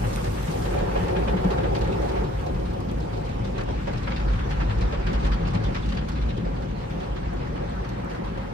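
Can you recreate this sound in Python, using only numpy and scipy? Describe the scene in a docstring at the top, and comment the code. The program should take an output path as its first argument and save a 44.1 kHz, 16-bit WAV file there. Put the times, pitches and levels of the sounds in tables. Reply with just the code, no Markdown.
"""Wet brushes work over a closed car in a tunnel wash, heard from inside: cloth strips slap the doors
more than ten times a second, as swelling bursts of shaped noise over a steady swish and fizz.
A curtain of water, in patchy noise, patters on the windscreen and then drums along the roof; drops plink as damped tones.
Brushes and pumps shake the body: noise through resonances makes the cabin boom and the panels rumble, and blows thump.
Two close microphone ports hear the bass alike and the treble apart."""
import sys
import numpy as np
from scipy import signal
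from scipy.fft import rfft, irfft, next_fast_len
from scipy.io import wavfile
from scipy.ndimage import uniform_filter1d, map_coordinates

SR = 44100
rng = np.random.default_rng(int(sys.argv[2]) if len(sys.argv) > 2 else 0)


def master_out(mix):
    """Clip the mix to full scale and print it as 16-bit PCM to the path in sys.argv[1]."""
    frames = np.transpose(np.atleast_2d(mix))
    ceiling = np.clip(frames, -1, 1)
    pcm = np.round(ceiling * 32767).astype(np.int16)
    wavfile.write(sys.argv[1], SR, pcm)


N = 376173

# How hard the body is shaken. Each row: time in seconds, cabin boom in dB, floor pan in dB, doors in dB.
SHAKING = [(0, -31.5, -31.5, -33), (.3, -30.5, -34, -33.5), (.9, -29.5, -34.5, -35.5),
           (1.4, -28.5, -31.5, -32.5), (2.0, -28.5, -34, -33.5), (2.6, -29.5, -35, -35),
           (3.1, -32.5, -35.5, -35), (3.8, -31, -34, -34), (4.3, -30, -34.5, -33.5), (4.8, -28.5, -33, -34),
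           (5.27, -31, -37, -31.5), (5.5, -28.5, -30.5, -31), (6.1, -28.5, -39.5, -33.5),
           (6.4, -30.5, -33, -33), (7.0, -33.5, -39, -37), (7.3, -30, -35.5, -36), (7.9, -33.5, -36.5, -34),
           (8.53, -36, -40, -35.5)]
# Resonances of the air in the cabin. Each row: centre in Hz, width in Hz, relative level in dB.
CABIN_AIR_MODES = [(51.1, 15, 11), (38, 14, -18), (60, 9.6, -15)]
# Resonances of the floor pan. Each row: centre in Hz, width in Hz, relative level in dB.
FLOOR_PAN_MODES = [(111.5, 32, 7), (90, 31, -13)]
# Resonances of the doors. Each row: centre in Hz, width in Hz, relative level in dB.
DOOR_MODES = [(150.5, 16.7, -3), (184, 21, -6), (241, 163, -8.5)]
# Heavy brush blows that thump the cabin air (lowest), the floor pan or a door skin.
# Each row: start in seconds, pitch in Hz, rms level in dB at the top of the swell.
BLOWS = [(0.045, 110, -25.5), (0.271, 106, -25.5), (.483, 159, -26.5), (.999, 178, -26),
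         (1.161, 176, -24.5), (1.335, 192, -25.5), (1.445, 183.4, -18), (2.246, 159, -30.5), (1.8, 54, -24),
         (2.18, 50, -24.5), (3.403, 115, -25), (3.937, 112, -27.5), (4.18, 49.6, -26), (4.27, 51.2, -23),
         (4.35, 108, -24), (4.406, 52, -24), (4.559, 55.4, -29), (4.64, 57, -24), (4.68, 106, -24.5),
         (4.76, 52.5, -30), (4.839, 53, -25), (4.968, 52, -20), (5.042, 54, -23), (5.095, 181, -27.5),
         (5.139, 53.6, -22), (5.236, 49.8, -19.5), (5.3, 51.3, -22.5), (5.389, 161, -28), (5.415, 50, -23),
         (5.545, 176, -27.5), (5.645, 50.5, -23), (5.793, 49, -30), (6.186, 120, -28), (6.25, 55.5, -23.5),
         (6.45, 49.8, -24)]
THUMP_RISE_S, THUMP_SLOWER = 0.017, 0.55  # swell of a 100 Hz thump; power of the pitch that lengthens lower ones

# Spray drumming on the roof. Each row: time in seconds, level in dB.
ROOF_SPRAY = [(0, -33.5), (2.4, -34), (3.2, -34), (4.1, -36), (5.1, -33.5), (5.8, -36.5), (7, -36),
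              (8.53, -35.5)]
# Resonances of the roof. Each row: centre in Hz, width in Hz, relative level in dB.
ROOF_MODES = [(314, 27, 1.5), (369.4, 61, 1.5), (477, 44, -2), (550, 60, -1), (713, 47, 1), (836, 77, -4.5),
              (1240, 170, -15.5)]
# Roof modes the heavy curtain drives hardest. Each row: centre in Hz, width in Hz, relative level in dB.
CURTAIN_MODES = [(386, 47, 2.5), (473, 87, -2.5), (883, 68, -1.5)]
# The curtain crosses the roof once: it swells from the start and fades from the end.
ROOF_START_S, ROOF_SWELL_S, ROOF_END_S, ROOF_FADE_S = 0.42, 0.46, 2.23, 0.14
ROOF_CURTAIN_DB, CURTAIN_RING_DB = -28.5, -34
# Hiss on the windscreen as the curtain leaves it. Each row: time in seconds, level in dB.
GLASS_HISS = [(0, -45.5), (.43, -45), (.7, -48.5), (.9, -53.5), (1.42, -55), (2.2, -57), (2.8, -60),
              (3.4, -62.5), (6, -65.5), (7.5, -64.5), (8.53, -62.5)]
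# Colour of that hiss. Each row: frequency in Hz, relative level in dB per Hz.
GLASS_COLOUR = [(2500, 9.5), (5000, 4.5), (7000, 4), (9000, 2), (10500, -6), (13000, -2), (14300, -6)]
# Water drops ticking on the glass. Each row: start in seconds, level in dB before one common trim.
GLASS_TICKS = [(0.4299, -40), (0.5082, -39), (0.706, -42), (0.7881, -43), (0.9303, -54), (0.9941, -48),
               (1.0281, -48), (1.1209, -53), (2.0812, -47), (2.7332, -50), (2.8035, -46), (2.9128, -44),
               (3.6351, -48), (3.9305, -51), (5.1183, -52), (5.3413, -49), (6.0871, -42), (6.6862, -60),
               (7.0589, -54), (7.3347, -51), (7.6944, -55), (7.8895, -44), (8.0446, -50), (8.1339, -50),
               (8.2586, -51)]

# Big drops that plink clearly. Each row: start in seconds, pitch in Hz, level in dB before onset and decay.
BIG_DROPS = [(.775, 2400, -31), (1.155, 2470, -33), (1.28, 2450, -31), (1.638, 3000, -39),
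             (3.56, 2600, -41), (3.581, 3990, -37), (3.613, 4500, -42), (3.776, 2320, -41),
             (3.915, 2040, -35), (3.98, 6800, -55), (4.015, 2550, -44), (4.04, 4050, -39),
             (4.063, 4050, -42), (4.079, 3130, -40), (4.12, 2250, -28), (4.2, 4630, -43),
             (4.492, 6000, -48), (5.832, 3440, -36), (7.694, 8000, -52), (7.846, 6100, -49),
             (7.893, 6300, -48)]
PLINK_T60_S = 0.042

# Wet brushes sweeping the body. Each row: time in seconds, swish in dB, fizz in dB.
BRUSH_SWEEP = [(0.0, -41.5, -60), (0.47, -41, -69), (0.88, -37.5, -49.5), (1.47, -38.5, -54),
               (1.78, -42, -51), (2.18, -39.5, -51.5), (2.5, -44.5, -56), (3.2, -46, -53),
               (3.66, -43.5, -51.5), (4.1, -41, -51.5), (5.5, -39, -51.5), (5.94, -45, -51.5),
               (6.4, -44.5, -55), (7.15, -44.5, -54), (7.65, -41.5, -55.5), (8.53, -42, -60)]
# Colour of the swish. 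Each row: frequency in Hz, relative level in dB per Hz.
SWISH_COLOUR = [(200, -24), (500, -5.5), (900, 7), (1800, 0), (3500, -14), (6000, -22)]
# Colour of the fizz. Each row: frequency in Hz, relative level in dB per Hz.
FIZZ_COLOUR = [(2500, 9), (4500, 3), (6500, -5), (8000, -8), (10000, -22.5), (13400, -38), (13700, -50)]
# The clearest cloth strips hitting the body. Each row: start in seconds, reference level in dB,
# splash in dB and low knock in dB over that reference, brightness in dB (tilt of smack against thwack).
CLEAR_SLAPS = [(0.036, -34, -38, -3, -9), (0.1271, -52, -1, -8.0, 6.0), (0.165, -36, -33, 0, -8),
               (0.2375, -36, -18, -8, -4), (0.368, -37, -40, -19, -11), (0.4334, -42, -27, -12, -4),
               (0.4693, -35.5, -35, -2, 5), (0.511, -44, -13, -10.5, 0), (0.618, -44, -13.5, -6.0, -0.5),
               (0.6479, -34, -23, 0, 2), (0.7337, -35.5, -28, -11, -2.5), (0.7796, -34, -34, -13, 0),
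               (0.952, -31.5, -38, 1.5, -5), (1.0755, -36.5, -19, -9, -7), (1.157, -30.5, -36, -5, -2),
               (1.274, -28.5, -35, 2, -2), (1.3633, -33.5, -36, -4, 1), (1.4366, -37.5, -22, 10, -10),
               (1.502, -32.5, -23.5, 4, 0), (1.574, -32.5, -37, -16, -5), (1.631, -32.5, -38, -22, -2),
               (1.745, -31, -23, -22, 2), (1.8073, -36, -20, -7.5, 6), (1.842, -38, -25, -11, -6),
               (1.918, -40, -19, -5, 9), (2.0153, -43, -16, -6.0, -6), (2.0834, -37.5, -18.5, -10, 0.5),
               (2.152, -40, -32, -1, -7), (2.2338, -39.5, -25, -8.5, 11), (2.46, -42.5, -17, 9, 3),
               (2.54, -42, -24, 4, 8), (2.593, -48, -15, -8, 8), (2.653, -46, -17, -6, 8),
               (2.698, -50, -12, -8, 6), (2.799, -46, -19, -6, -1.0), (2.885, -40, -25, -13, 3),
               (2.9976, -50, -11, -8, 5), (3.128, -42, -22, -6, 2), (3.165, -44, -20, -8, 2),
               (3.245, -45, -15, -8, 6), (3.288, -40, -25, -13, -2), (3.4426, -40, -21, -14, -3),
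               (3.5518, -41, -32, -2, 0.5), (3.577, -34.5, -23, -1, -8), (3.6795, -38.5, -25, 0, -3),
               (3.705, -47, -28, -1, -6.0), (3.775, -43, -36, -12.0, -9), (3.869, -33, -27, 3.5, -6),
               (3.93, -37, -25, -1, -2), (3.972, -44, -13, -12, 5.5), (4.028, -43, -17, -12.0, 7),
               (4.067, -30.5, -40, -3.5, -7.5), (4.113, -32, -43, -14, -2), (4.158, -32, -28, -21, 7),
               (4.192, -35, -34, -14, 0), (4.278, -39, -31, -8, 6), (4.3276, -36.5, -26, -16, -5),
               (4.385, -34.5, -35, -26, -4), (4.504, -31.5, -24, -19, -2), (4.574, -45, -30, -2, -8),
               (4.598, -30, -33, -5, -3), (4.692, -32, -37, -15, 2), (4.807, -32.5, -23, -20, 4),
               (4.92, -32.5, -29, 2, 0), (5.063, -29, -29, -19, -1), (5.127, -33, -23, -7, 4),
               (5.19, -46, -29, -6, 10), (5.225, -35.5, -30, -2, 11), (5.245, -30.5, -24, -9, 1),
               (5.314, -29.5, -29, -17, 5.5), (5.448, -37.5, -32, -8, 6), (5.468, -37, -19.5, -7, 8),
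               (5.542, -30.5, -29, 0, 2.5), (5.635, -34, -23, -16, 9), (5.743, -27.5, -32, -13, 2),
               (5.775, -36, -30, -18, 7), (5.8167, -39, -25, -17, 2), (5.856, -43, -16, -16, 0.5),
               (5.884, -38.5, -18, -15, 7.5), (5.916, -32.5, -27, -9, 0), (5.945, -39, -23, -5, -1.5),
               (5.966, -30, -37, -10, 2.5), (6.01, -40, -32, 2, -3), (6.082, -36, -17, -13, -4),
               (6.15, -35, -31, -18, 0), (6.285, -38, -26, -10, 3), (6.365, -41, -22, -9, 12),
               (6.21, -39, -27, -12, 4), (6.445, -42, -28, -12, 7), (6.558, -41.5, -30, -14, 6),
               (6.618, -44.5, -17, -14, -2), (6.8009, -41, -26, -15, -7), (6.897, -39, -24, -10, 5),
               (7.0035, -43, -24, -4, 0), (7.028, -41, -25, -10, 3), (7.158, -36.5, -29, -17, -2),
               (7.226, -43, -33, -12, -5), (7.388, -46, -30, -10, 3), (7.412, -43.5, -32, -4, -9),
               (7.5547, -43, -24, -1, -11), (7.8396, -39, -32, -13, -1), (7.886, -42.5, -21, -10, 10),
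               (7.984, -50, -21, -10, 6), (8.1434, -43, -29, -14, -11), (8.2646, -41, -30, -4, 2),
               (8.3714, -41, -25, 6.5, -7)]
# Door skins knocking under a strip. Each row: centre in Hz, width in Hz, relative level in dB.
KNOCK_MODES = [(550, 120, 6.5), (920, 160, 0)]
# Colour of the lower part of a slap. Each row: frequency in Hz, relative level in dB per Hz.
THWACK_COLOUR = [(700, -5), (1200, 1.5), (1600, 1), (2200, -4), (3200, -9.5), (7000, -56)]
# Colour of the upper part of a slap. Each row: frequency in Hz, relative level in dB per Hz.
SMACK_COLOUR = [(1800, -6), (2600, 0.5), (3600, -1.5), (4800, -7), (7000, -24.5), (10000, -52)]
# Colour of the splash. Each row: frequency in Hz, relative level in dB per Hz.
SPLASH_COLOUR = [(2000, -23), (4000, 11.5), (6500, 3.5), (9000, -6), (11000, -19), (14000, -18)]
# Parts of a slap over its reference level; the splash takes its own column plus this lift.
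THWACK_DB, SMACK_DB, SPATTER_DB, SPLASH_LIFT_DB = -6, -12, -12.5, 9.0
SLAP_RISE_S, SPLASH_QUICKER = 0.011, 0.66  # swell of a slap; the splash takes this share of it
CRACKLE_DB = 2  # fast flicker of wet cloth within a slap
# The tip of each strip lands a moment after its body.
TRAIL_S, TRAIL_SCATTER_S, TRAIL_DB, TRAIL_SCATTER_DB = 0.022, 0.0077, -7, 2.5
# Light slaps: reference over the swish, splash and knock over that reference, and their scatter.
LIGHT_DB, LIGHT_SPLASH_DB, LIGHT_SCATTER_DB = -3, -21, 1.8
LIGHT_KNOCK_DB, KNOCK_SCATTER_DB = -13, 2.5

# Left-right likeness, high at a cross mode of the cabin near 650 Hz that reaches the ports in opposite phase.
# Each row: frequency in Hz, likeness from 0 to 1.
PORT_LIKENESS = [(60, 0.99), (180, 1), (260, 0.77), (380, 0.73), (540, 0.32), (650, 1), (760, 0.76),
                 (1100, 0.25), (1600, 0.06), (4700, 0), (7500, 0.3), (9000, 0.2), (10700, 1), (13000, 0.1)]
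# Colour difference of the ports. Each row: frequency in Hz, left over right in dB.
PORT_LEAN = [(60, 0), (130, 4), (290, 1), (620, -1.5), (1360, -0.5), (2950, 0.5), (6440, 1.0), (14000, 0.0)]
# Phase difference of the ports. Each row: frequency in Hz, left behind right in radians.
PORT_LAG = [(60, 0.25), (200, 0.049), (300, 1.85), (450, 1.58), (650, 3.28), (1100, 2.65), (2500, 3.9),
            (7500, 3), (9000, 5.93)]
TOP_HZ = 14340  # band limit


def amp(db):
    """Decibels to linear gain."""
    return 10 ** (np.asarray(db) / 20)


def unit(x):
    """Scale to rms 1."""
    return x / np.sqrt(np.mean(x ** 2) + 1e-20)


def along(points, hz):
    """Read (Hz, value) points on a log frequency axis."""
    f, v = np.transpose(points)
    return np.interp(np.log(hz + 1), np.log(f + 1), v)


def curves(rows):
    """One value per sample for each column after the time."""
    s, *columns = np.transpose(rows)
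    return [np.interp(np.arange(N) / SR, s, column) for column in columns]


def wobble(rate):
    """A smooth random curve, rate knots a second."""
    return map_coordinates(rng.standard_normal(N // 100), [np.arange(N) * rate / SR])


def filtered(x, response):
    """Multiply the spectrum of x by a response of frequency."""
    m = next_fast_len(N + SR // 2)
    return irfft(rfft(x, m) * response(np.fft.rfftfreq(m, 1 / SR)), m)[..., :N]


def shape(spectrum):
    """Gain from (Hz, dB) points, falling away outside them."""
    points = [(10, -120)] + spectrum + [(SR / 2, -120)]
    return lambda hz: amp(along(points, hz))


def modes(table):
    """Gain of resonances whose powers add."""
    def power(f, c, w, db):
        return amp(2 * db) * (f * w) ** 2 / ((c * c - f * f) ** 2 + (f * w) ** 2)
    return lambda f: np.sqrt(sum(power(f, c, w, db) for c, w, db in table))


def rush(gain, patchy_db=0):
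    """Noise of rms 1 at the two ports, alike by frequency, with patches of random gain in time and pitch."""
    pair = rng.standard_normal((2, N))
    if patchy_db:
        z = signal.stft(pair, nperseg=512)[2]
        field = uniform_filter1d(rng.standard_normal(z.shape[1:]), size=8, axis=0)
        field = uniform_filter1d(field, size=6, axis=1)
        pair = signal.istft(z * amp(patchy_db * unit(field)), nperseg=512)[1][:, :N]

    def mid_side_gain(hz):
        turn = np.arccos(np.clip(along(PORT_LIKENESS, hz), -1, 1)) / 2
        return gain(hz) * [np.cos(turn), np.sin(turn)]
    mid, side = filtered(pair, mid_side_gain)
    return unit(np.array([mid + side, mid - side]))


def bursts(times, levels_db, rises):
    """Envelope of overlapping bursts that swell for the rise time and die away; their powers add."""
    power, t = np.zeros(N + SR // 4), np.arange(SR // 6) / SR
    for s, db, rise in zip(times, levels_db, rises):
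        u = t / max(rise, .0005)
        swell = (u * np.exp(1 - u)) ** 1.3
        power[round(s * SR):][:len(t)] += (amp(db) * swell) ** 2
    return np.sqrt(power[:N])


def thumps():
    """Each heavy blow rings one low mode that swells and dies in a few cycles."""
    out, t = np.zeros(N + SR), np.arange(SR // 4) / SR
    for s, hz, db in BLOWS:
        u = t / (THUMP_RISE_S * (100 / hz) ** THUMP_SLOWER)
        swell = (u * np.exp(1 - u)) ** 1.12
        tone = np.sqrt(2) * np.sin(2 * np.pi * (hz * t + rng.random()))
        out[round(s * SR):][:len(t)] += amp(db) * swell * tone
    return out[:N]


def body():
    """Random shaking rings the cabin air, floor and doors; the boom keeps a steadier size than plain noise."""
    boom_db, floor_db, door_db = curves(SHAKING)
    boom = rush(lambda f: modes(CABIN_AIR_MODES)(f) / (1 + (f / 80) ** 4) / (1 + (32 / (f + 1)) ** 6))
    size = np.sqrt(np.abs(uniform_filter1d(boom.sum(0) ** 2, size=2000)))
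    boom = unit(boom / (size + 0.44) ** 0.16)  # gentle levelling
    floor = rush(lambda f: modes(FLOOR_PAN_MODES)(f) / (1 + (f / 150) ** 4) / (1 + (75 / (f + 1)) ** 4))
    doors = rush(lambda f: modes(DOOR_MODES)(f) / (1 + (f / 300) ** 4) / (1 + (120 / (f + 1)) ** 4))
    rumble = amp(floor_db) * floor + amp(door_db + 0.83 * wobble(11)) * doors
    return amp(boom_db) * boom + rumble + thumps()


def roof_drumming():
    """Spray and one passing curtain of water drive the roof's modes with patchy noise."""
    t = np.arange(N) / SR
    swell, fade = (t - ROOF_START_S) / ROOF_SWELL_S, 1 - (t - ROOF_END_S) / ROOF_FADE_S
    over = np.clip(np.minimum(swell, fade), 0, 1)
    spray_db, = curves(ROOF_SPRAY)
    roof_db = spray_db + over * (ROOF_CURTAIN_DB - spray_db)
    roof = lambda f: modes(ROOF_MODES)(f) / (1 + (f / 1300) ** 4) / (1 + (230 / (f + 1)) ** 4)
    drum = amp(roof_db + 0.57 * wobble(11)) * rush(roof, patchy_db=2.0)
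    ring = rush(lambda f: modes(CURTAIN_MODES)(f) ** 2)
    return drum + over * amp(CURTAIN_RING_DB + 1.8 * wobble(24.35)) * ring


def windscreen_patter():
    """Many small drops make the hiss on the glass spiky, each dying in a few ms; single drops tick."""
    hiss_db, = curves(GLASS_HISS)
    sizes = amp(4.5 * rng.standard_normal(N)) * (rng.random(N) < 150 / SR)  # about 150 drops a second
    spikes = signal.lfilter([1], [1, -amp(-60 / (0.011 * SR))], sizes)
    spiky = unit(np.sqrt(1 + .15 * unit(spikes) ** 2))
    patter = amp(hiss_db + 0.95 * wobble(8)) * spiky
    s, db = np.transpose(GLASS_TICKS)
    ticks = bursts(s, db - 3.5, np.full(len(s), .002))
    return np.hypot(patter, ticks) * rush(shape(GLASS_COLOUR), patchy_db=2.0)


def curtain():
    """Falling water drums the roof and patters on the windscreen."""
    return roof_drumming() + windscreen_patter()


def plinks():
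    """Each big drop rings one short damped tone."""
    out, t = np.zeros(N + SR), np.arange(SR // 10) / SR
    for s, hz, db in BIG_DROPS:
        onset = 1 - np.exp(-t / 0.0023)
        out[round(s * SR):][:len(t)] += amp(db - 60 * t / PLINK_T60_S) * np.sin(2 * np.pi * hz * t) * onset
    return out[:N] * np.array([[1], [-1]])  # offsets the ports' lag of about half a cycle: drops land near the middle


def drops(count):
    """Loose drops plink on paint and glass: short damped tones, scattered left and right, rms 1."""
    when, pitch, size, side = rng.random(count), *rng.standard_normal((3, count, 1))
    hz, t = np.clip(2600 * np.exp(.6 * pitch), 900, 7000), np.arange(800) / SR
    level = amp(2.5 * size) * (hz / 2600) ** -1.8  # higher drops are weaker
    envelope = amp(-60 * t / .025) * (1 - np.exp(-t / .002))
    tones = level * np.sin(2 * np.pi * hz * t) * envelope
    at = ((when[:, None] * N).astype(int) + np.arange(len(t))).ravel()
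    ears = [np.bincount(at, (tones * amp(2 * ear * side)).ravel(), N)[:N] for ear in (1, -1)]
    return unit(np.array(ears))


def light_slaps(swish_db, count):
    """Strips that only graze the paint, at random moments, their strength following the swish."""
    at = rng.integers(0, N, count)
    size, splash, knock, bright = rng.standard_normal((count, 4)).T
    return [at / SR,
            swish_db[at] + LIGHT_DB + LIGHT_SCATTER_DB * size,
            LIGHT_SPLASH_DB + LIGHT_SCATTER_DB * splash,
            LIGHT_KNOCK_DB + KNOCK_SCATTER_DB * knock,
            LIGHT_SCATTER_DB * bright]


def strip_slaps(swish_db):
    """Each strip gives a door knock, crackling thwack and smack, flung drops and a shorter splash."""
    slaps = np.hstack([np.transpose(CLEAR_SLAPS), light_slaps(swish_db, count=40)])
    s, db, splash_db, knock_db, bright_db = slaps
    late, weak = rng.standard_normal((len(s), 2)).T
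    tip_s = s + np.abs(TRAIL_S + TRAIL_SCATTER_S * late)
    tip_db = db + TRAIL_DB + TRAIL_SCATTER_DB * weak
    s, db = np.r_[s, tip_s], np.r_[db, tip_db]
    splash_db, knock_db, bright_db = np.tile([splash_db, knock_db, bright_db], 2)
    rise = np.full(len(s), SLAP_RISE_S)
    crackle = lambda: unit(amp(CRACKLE_DB * wobble(250)))

    knock = bursts(s, db + knock_db, rise) * rush(lambda f: modes(KNOCK_MODES)(f) / (1 + (f / 1200) ** 4))
    thwack = bursts(s, db + THWACK_DB - bright_db / 2, rise) * crackle() * rush(shape(THWACK_COLOUR))
    smack_burst = bursts(s, db + SMACK_DB + bright_db / 2, rise)
    smack = smack_burst * crackle() * rush(shape(SMACK_COLOUR), patchy_db=3.5)
    flung = unit(filtered(drops(count=4000), lambda f: f / (f + 2500)))
    spatter = bursts(s, db + SPATTER_DB, 1.2 * rise) * flung
    splash_burst = bursts(s, db + splash_db + SPLASH_LIFT_DB, SPLASH_QUICKER * rise)
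    splash = splash_burst * crackle() * rush(shape(SPLASH_COLOUR))
    return knock + thwack + smack + spatter + splash


def brushes():
    """Wet brushes rub out a patchy swish and fizz and shed loose drops under the slaps of single strips."""
    swish_db, fizz_db = curves(BRUSH_SWEEP)
    flap = wobble(14)  # swish and fizz sway together
    swish = amp(swish_db + 0.2 * flap) * rush(shape(SWISH_COLOUR), patchy_db=2.0)
    fizz = amp(fizz_db + 0.48 * flap) * rush(shape(FIZZ_COLOUR), patchy_db=3.0)
    loose_drops = amp(swish_db - 12.0) * drops(count=1200)
    return swish + fizz + strip_slaps(swish_db) + loose_drops


def cabin(x):
    """The padded cabin answers briefly with a decaying noise tail, the same at both ports."""
    t = np.arange(SR // 4) / SR
    tail = rng.standard_normal(len(t)) * amp(-60 * t / .15) * (t > .004)
    tail = tail / np.linalg.norm(tail)
    return x + amp(-12) * signal.fftconvolve(x, tail[None], axes=1)[:, :N]


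def scene():
    """Shaken body, water and drops, and the brushes with the cabin's answer."""
    return body() + curtain() + plinks() + cabin(brushes())


def record(dry):
    """The two ports differ in colour and phase, half the difference each way; nothing passes the band limit."""
    def ports(hz):
        half = amp(along(PORT_LEAN, hz) / 2) * np.exp(-.5j * along(PORT_LAG, hz))
        return np.array([half, 1 / half]) * (hz < TOP_HZ)
    return filtered(dry, ports)


dry = scene()
out = record(dry)
master_out(out)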